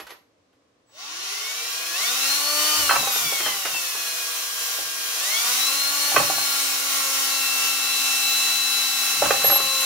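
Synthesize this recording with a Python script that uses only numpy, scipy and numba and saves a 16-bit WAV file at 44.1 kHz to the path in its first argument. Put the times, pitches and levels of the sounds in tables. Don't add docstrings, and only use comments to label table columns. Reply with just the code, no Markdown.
import sys
import numpy as np
from scipy import signal
from scipy.fft import rfft, irfft, next_fast_len
from scipy.io import wavfile
from scipy.ndimage import uniform_filter1d
from numba import njit

SR = 44100
rng = np.random.default_rng(int(sys.argv[2]) if len(sys.argv) > 2 else 0)


def put_to_file(sound):
    columns = np.atleast_2d(sound).T
    safe = np.clip(columns, -1, 1)
    whole_steps = np.round(safe * 32767)
    wavfile.write(sys.argv[1], SR, whole_steps.astype(np.int16))


def linear_from_db(decibels):
    return 10 ** (np.asarray(decibels, float) / 20)


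N = 434368

WIDE_FROM_HZ, WIDE_TO_HZ = 650, 7800
BITE_S = 0.99
ORDERS_TOP_HZ = 16000


def level(x, db):
    return x * linear_from_db(db) / np.sqrt(np.mean(x ** 2))


def colour(x, points):
    point_hz, db = np.transpose(points)
    size = next_fast_len(N)
    hz = np.maximum(np.arange(size // 2 + 1) * SR / size, 1)
    gain = linear_from_db(np.interp(np.log(hz), np.log(point_hz), db))
    return irfft(rfft(x, size) * gain, size)[..., :N]


def walk(rate_hz):
    hold = int(SR / rate_hz)
    steps = np.repeat(rng.standard_normal(N // hold + 1), hold)
    return 1.416 * uniform_filter1d(uniform_filter1d(steps, hold), hold)[:N]


def swell(start_s, hold_s, db, rise_db_s, fall_db_s):
    t = np.arange(N) / SR - start_s
    rise_db = rise_db_s * np.maximum(-t, 0)
    fall_db = fall_db_s * np.maximum(t - hold_s, 0)
    return linear_from_db(np.maximum(db - rise_db - fall_db, -200))


def two_sides(mid, side):
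    side = signal.lfilter(*signal.butter(1, WIDE_FROM_HZ, "high", fs=SR), side)
    return np.array([mid + side, mid - side])


def room(x, wet, delay):
    t60_s = 0.3
    t = np.arange(SR // 3) / SR
    mid, side = rng.standard_normal((2, len(t))) * linear_from_db(-60 * t / t60_s) * (t > .002)
    tail = two_sides(mid, side)
    tail *= np.sqrt(wet / np.mean(np.sum(tail ** 2, axis=1)))
    tail[0, 0] = tail[1, delay] = np.sqrt(1 - wet)
    return signal.oaconvolve(x[None], tail, axes=1)[:, :N]


def hush():
    # (frequency [Hz], density [dB per Hz])
    air = [(18, -44), (30, -28), (98, -5), (117, -6), (130, -12), (220, -10), (293, -3), (381, -12),
           (482, -4.5), (904, -18), (1090, -13), (1370, -19.5), (6110, -27), (8160, -32), (15700, -50)]
    mid, side = colour(rng.standard_normal((2, N)), air)
    return level(two_sides(mid, side), -65)


def bench():
    # (time [s], thump [dB], slow sway [dB])
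    bumps = [(.03, -64, -62), (2.81, -47, -35), (3.0, -43, -52), (3.25, -45, -47), (3.48, -51, -64),
             (3.74, -55, -66), (4.82, -57, -85), (5.9, -61, -72), (6.195, -34.5, -46), (6.38, -51, -53),
             (6.68, -63, -68), (9.244, -37.5, -39), (9.36, -55, -54), (9.478, -40, -54),
             (9.646, -49.5, -56)]
    top = [(50, -20), (100, -0.5), (200, -2), (330, -3), (600, -33)]
    legs = [(25, -28), (50, -2), (80, -4), (130, -22)]
    thump = level(colour(rng.standard_normal(N), top), 0)
    sway = level(colour(rng.standard_normal(N), legs), 0)
    out = np.zeros(N)
    for s, thump_db, sway_db in bumps:
        bump = thump + linear_from_db(sway_db - thump_db) * sway
        out += bump * swell(s, 0.011, thump_db, rise_db_s=244, fall_db_s=158)
    return out


def rummage():
    # (time [s], peak
    # [dB], dull knock above it [dB])
    shoves = [(0.0, -28.5, -8.5), (0.0678, -33, -30), (0.0942, -36, -23), (0.1048, -31.5, -15),
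              (0.1194, -48, 2), (0.5294, -60, -23), (0.6894, -71, -9), (0.8896, -60.5, 1),
              (3.4025, -24, -4), (3.4603, -18.5, -9.5), (3.4797, -21, -10), (3.541, -28, -17),
              (3.6524, -18, -15), (3.6694, -25, -20), (3.742, -26, -10), (3.9491, -30, -9)]
    clink_tone = [(120, -45), (500, 6), (1500, 8.5), (3200, 3.5), (6000, -4.5), (9000, -13),
                  (11500, -4), (15000, -18)]
    clinks, knocks = np.zeros((2, N + SR))
    t = np.arange(SR // 5) / SR
    for s, db, knock_db in shoves:
        clicks = rng.standard_normal(len(t)) * linear_from_db(2.1 * rng.exponential(size=len(t)))
        knock = rng.standard_normal(len(t))
        i = int(s * SR)
        clinks[i:i + len(t)] += linear_from_db(db - 6.0) * clicks * linear_from_db(-60 * t / 0.1)
        knocks[i:i + len(t)] += linear_from_db(db + knock_db + 16.0) * knock * linear_from_db(-60 * t / 0.093)
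    dull = signal.lfilter(*signal.butter(2, (300, 1000), "band", fs=SR), knocks[:N])
    return colour(clinks[:N], clink_tone) + dull


def brass():
    # (time [s], length [s], level [dB], frequency [Hz])
    rings = [
        (0.0, .02, -54, 11350),
        (.114, .004, -58, 11600),
        (.13, .008, -57, 11432),
        (3.126, 0.079, -33, 11440),
        (9.446, 0.039, -21, 11450),
        (9.513, 0.054, -20, 11480),
        (9.6, 0.11, -41, 11560),
        (9.806, 0.0049, -32, 11300),
    ]
    t = np.arange(N) / SR
    drift = np.cumsum(12 * walk(70)) / SR
    out = np.zeros(N)
    for s, hold_s, db, hz in rings:
        tone = np.sin(2 * np.pi * (hz * t + drift))
        out += swell(s, hold_s, db, rise_db_s=1500, fall_db_s=600) * tone
    return out * linear_from_db(7 + 1.8 * walk(90))


def drops():
    # (time [s], peak [dB], loudest pan mode [Hz])
    landings = [(2.8926, -7, 1140), (2.909, -5.5, 820), (2.929, -15, 714), (2.959, -12.5, 579),
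                (3.029, -22.5, 659), (3.071, -18.5, 780), (2.899, -23, 1010), (3.157, -19.5, 710),
                (3.322, -25, 585), (4.786, -29, 603), (6.117, -23.5, 830), (6.144, -21, 490),
                (6.161, -6, 1120), (6.168, -8, 910), (6.179, -23, 2700), (6.199, -13.5, 576.5),
                (6.229, -27, 1159), (6.298, -18, 580), (6.381, -21.5, 750), (9.221, -7.5, 571),
                (9.239, -17, 773), (9.256, -18, 748), (9.3063, -7.5, 720), (9.319, -20.5, 563),
                (9.417, -22, 789), (9.443, -12, 571), (9.498, -14, 810), (9.518, -15, 561.6),
                (9.558, -17, 576), (9.599, -19.5, 700)]
    # (frequency [Hz], level [dB], t60 [s])
    pan = [(312, -5.5, 0.041), (465, 3, 0.015), (571, -5.5, 0.058), (697, 1, 0.023), (790, -2, 0.065),
           (918, -12.5, 0.041), (1008, -8, 0.041), (1130, -1.5, 0.059), (1300, -1.5, 0.033),
           (1373, 1.5, 0.015), (1527, -2.5, 0.037), (1777, -1.5, 0.027), (2007, -5.5, 0.022),
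           (2250, -14.5, 0.089), (2366, -10.5, 0.03), (2600, -3, 0.03), (3136, -9.5, 0.03)]
    out, t = np.zeros(N + SR), np.arange(SR // 8) / SR
    hz, mode_db, t60_s = np.transpose(pan)[:, :, None]
    octaves = np.log2(hz / 800)
    for s, db, spot_hz in landings:
        spread, detune = rng.standard_normal((2, len(pan), 1))
        blow = .16 * rng.standard_normal(500) * np.exp(-t[:500] / .0035)
        blow[0] = 1
        bright_db = 0.5 + 18.5 * min(np.log2(spot_hz / 800), .7)
        spot_db = 5.0 * np.exp(-(np.log2(hz / spot_hz) / .15) ** 2)
        gain = linear_from_db(mode_db + spot_db + 1.5 * spread + bright_db * np.clip(octaves, 0, 1))
        modes = np.sin(2 * np.pi * hz * (1 + .012 * detune) * t + .7 * spread)
        ring = np.sum(gain * linear_from_db(-60 * t / t60_s) * modes, axis=0)
        ring = ring * (1 - np.exp(-t / .0008))
        ring = signal.fftconvolve(ring, blow)[:len(t)]
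        i = int(s * SR)
        out[i:i + len(t)] += linear_from_db(db + 4.0) * ring / np.max(np.abs(ring))
    return signal.sosfilt(signal.butter(3, 420, "high", fs=SR, output="sos"), out[:N])


def switching():
    # (frequency [Hz], level [dB], rise [s])
    controller = [
        (7832, -65, .04),
        (15665, -44, .2),
    ]
    start_s = .845
    t = np.arange(N) / SR
    out = np.zeros(N)
    for hz, db, rise_s in controller:
        fade = np.clip((t - start_s) / rise_s, 0, 1) ** 2
        out += linear_from_db(db) * np.sin(2 * np.pi * hz * t + .6 * walk(15)) * fade
    return out * linear_from_db(1.6 * walk(12))


def shaft_speed():
    # (time [s], shaft speed aimed at [Hz], lag of the rotor [s])
    trigger = [(0.76, 400, 1.2), (1.13, 179, .42), (1.945, 400, .38), (2.1, 312, .315), (2.79, 200, .42),
               (2.9, 20, 1.75), (3.76, 161.8, .23), (5.19, 350, .44), (5.35, 296, .33), (6.12, 266.2, .6),
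               (7.0, 264, 1.7), (8.95, 267.3, .3)]
    t, hz, now = np.arange(N) / SR, np.zeros(N), 0.
    ends = [s for s, _, _ in trigger[1:]] + [N / SR]
    for (s, aim, lag), end in zip(trigger, ends):
        hz = np.where(t >= s, aim + (now - aim) * np.exp(-np.maximum(t - s, 0) / lag), hz)
        now = aim + (now - aim) * np.exp(-(end - s) / lag)
    return uniform_filter1d(np.maximum(hz, 30), size=1301)


@njit
def orders(turns, hz, weight, top_hz):
    y = np.zeros(len(turns))
    for i in range(len(turns)):
        z = np.exp(2j * np.pi * turns[i])
        w = z
        for k in range(min(len(weight), int(top_hz / hz[i]))):
            y[i] += (w * weight[k]).imag
            w *= z
    return y


def worn_teeth(turns, hz):
    uneven, phase = rng.standard_normal((2, 100))
    weight = np.clip(np.arange(100) / 6, .1, 1) * linear_from_db(1.5 + 2.4 * uneven) * np.exp(3j * phase)
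    count = np.minimum(ORDERS_TOP_HZ / hz, 100)
    return orders(turns, hz, weight, float(ORDERS_TOP_HZ)) / np.sqrt(count)


def gear_rush(teeth, cold_db):
    # (frequency [Hz], density [dB per Hz])
    casing = [(71, -66), (120, -35.5), (499, -11), (641, -9.5), (808, -8), (899, -8.5), (1060, -5),
              (1330, -1), (1510, -3.5), (1620, -7.5), (1740, -6.5), (2670, -1), (4470, -2.5), (5740, 0.5),
              (8500, -8), (11000, -6), (18700, -120)]
    gear = level(colour(rng.standard_normal(N) + linear_from_db(-10.0) * teeth, casing), 4.85)
    treble = colour(gear, [(4000, -39), (7500, -2)])
    return gear + (linear_from_db(0.84 * cold_db) - 1) * treble


def brush_fizz(turns, teeth):
    # (frequency [Hz], density [dB per Hz])
    hiss = [(3000, -30), (7000, -10), (9000, -4), (11000, -1.5), (13000, 0), (14500, -1), (16000, -2)]
    spark = 1 + 0.59 * np.cos(2 * np.pi * 5 * turns)
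    return level(colour(spark * rng.standard_normal(N) + linear_from_db(0.5) * teeth, hiss), 3.14)


def shaft_hum(turns, hz):
    # (multiple of shaft speed [1], level above gear noise [dB])
    strong = [(1, -15), (3, -9), (5, -21), (6, -21), (8, -22), (14, -33), (20, -23), (25, -22), (30, -26),
              (35, -23), (40, -24)]
    # (frequency [Hz], gain [dB])
    housing = [(60, -50), (170, -20), (230, -15), (300, -2), (420, -5.5), (600, -5.5), (850, -9.5),
               (1150, 8), (1600, 3.5), (2500, 10), (4100, 21), (5500, 11), (9000, 10.5), (12000, 11.5)]
    weight = np.zeros(40, complex)
    for k, db in strong:
        weight[int(k) - 1] = linear_from_db(db) * np.exp(1j * rng.standard_normal())
    hum = orders(turns, hz, weight, float(ORDERS_TOP_HZ))
    return colour(hum * (hz / 235) ** 1.16, housing)


def singing(turns, hz, torque, bite_db):
    # (time [s], commutator [dB], pinion [dB], wobble of the brush [dB])
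    effort = [(.9, -7, -30, -40), (1.3, -19, -14.5, -24), (1.93, -1, -5.5, -4), (2.3, -4, -1.5, 3),
              (2.75, 2.5, -1, 9.5), (3.05, -1, -6.5, 1.5), (3.8, -8.5, -1, -5.5), (4.7, -3, -17, -12.5),
              (5.3, -3.5, -5, -4), (5.8, 0, -2, 4.5), (6.8, -20, -8, 0), (7.1, -16, -13, 7.5),
              (7.22, -18, -19, 3), (7.34, 0.5, 0, 1.5), (8.12, 1, -1.5, -9), (8.6, -3, 3, -15),
              (9.2, -2.5, -5, -6), (9.55, -3.5, 1.5, 8)]
    # (multiple of shaft speed [1], part [column of effort after time], level [dB])
    singers = [
        (10, 0, -32),
        (15, 1, -31),
        (4, 2, -36),
        (2, 2, -40),
    ]
    # (frequency [Hz], width [Hz], level [dB])
    gearcase = [(592, 20, -6), (1240, 87, -7), (1700, 210, -12.5), (2230, 190, 1), (2674, 37, 0),
                (3100, 110, -3.5), (3370, 210, -10), (4170, 800, 3.5), (4580, 150, -5)]
    floor_db = -16.5
    s, *columns = np.transpose(effort)
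    parts_db = [np.interp(np.arange(N) / SR, s, column) for column in columns]
    flutter_db = 1.0 + 2.2 * np.clip(np.abs(torque), 0, 1)
    whine = np.zeros(N)
    for k, part, db in singers:
        order_hz = k * hz[::64]
        power = linear_from_db(2 * floor_db)
        for centre, width, top_db in gearcase:
            power = power + linear_from_db(2 * top_db) / (1 + (2 * (order_hz - centre) / width) ** 2)
        ring = np.repeat(np.sqrt(2 * power), 64)[:N]
        gain = linear_from_db(db + parts_db[part] + bite_db + flutter_db * walk(28))
        whine += gain * ring * np.sin(2 * np.pi * k * turns)
    return whine


def drill():
    t, hz = np.arange(N) / SR, shaft_speed()
    torque = uniform_filter1d(np.gradient(hz) * SR / 100, size=4001)
    bite_db = -269 * np.maximum(BITE_S - t, 0)
    cruise_hz = 267
    gear_db = -29 + 6 * np.log2(hz / cruise_hz) + .5 * torque + bite_db
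    cold_db = -15 * np.exp(-np.maximum(t - BITE_S, 0) / 0.58)
    fizz_db = -1 + 0.82 * cold_db - 0.44 * torque
    turns = np.cumsum(hz * (1 + 0.00016 * walk(30))) / SR
    teeth = worn_teeth(turns, hz)
    rush = gear_rush(teeth, cold_db) + linear_from_db(fizz_db) * brush_fizz(turns, teeth)
    gain = linear_from_db(gear_db + 0.75 * walk(9))
    whine = gain * shaft_hum(turns, hz) + singing(turns, hz, torque, bite_db)
    return gain * rush, whine


def scene():
    rush, whine = drill()
    tones = room(whine + switching(), .15, delay=1)
    tool = room(rush, .89, delay=7) + tones * linear_from_db(np.array([[2.4], [-3.6]]))
    pan = room(drops() + rummage(), .42, delay=0) + room(brass(), .12, delay=0) + bench()
    return tool + hush() + pan * linear_from_db(np.array([[-1.2], [1.2]]))


def top_cut(x):
    return signal.sosfilt(signal.butter(12, 16790, fs=SR, output="sos"), x)


def record(dry):
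    # (frequency [Hz], gain [dB])
    treble_limit = [(100, 0), (15760, 0), (15900, -35), (16500, -90)]
    mid, side = (dry[0] + dry[1]) / 2, (dry[0] - dry[1]) / 2
    narrowing = [(100, 0), (WIDE_TO_HZ - 200, 0), (WIDE_TO_HZ + 200, -7), (10200, -8), (10800, -50)]
    wide = colour(side, narrowing)
    for hz in range(10500, 15500, 1250):
        band = signal.sosfilt(signal.butter(4, (hz, hz + 1250), "band", fs=SR, output="sos"), side)
        wide = wide + linear_from_db(-6.5) * band * np.clip(8 * walk(25), 0, 1)
    mix = colour(np.array([mid + wide, mid - wide]), treble_limit)
    mix = np.tanh(.7 * mix) / .7
    return top_cut(mix)


dry = scene()
out = record(dry)
put_to_file(out)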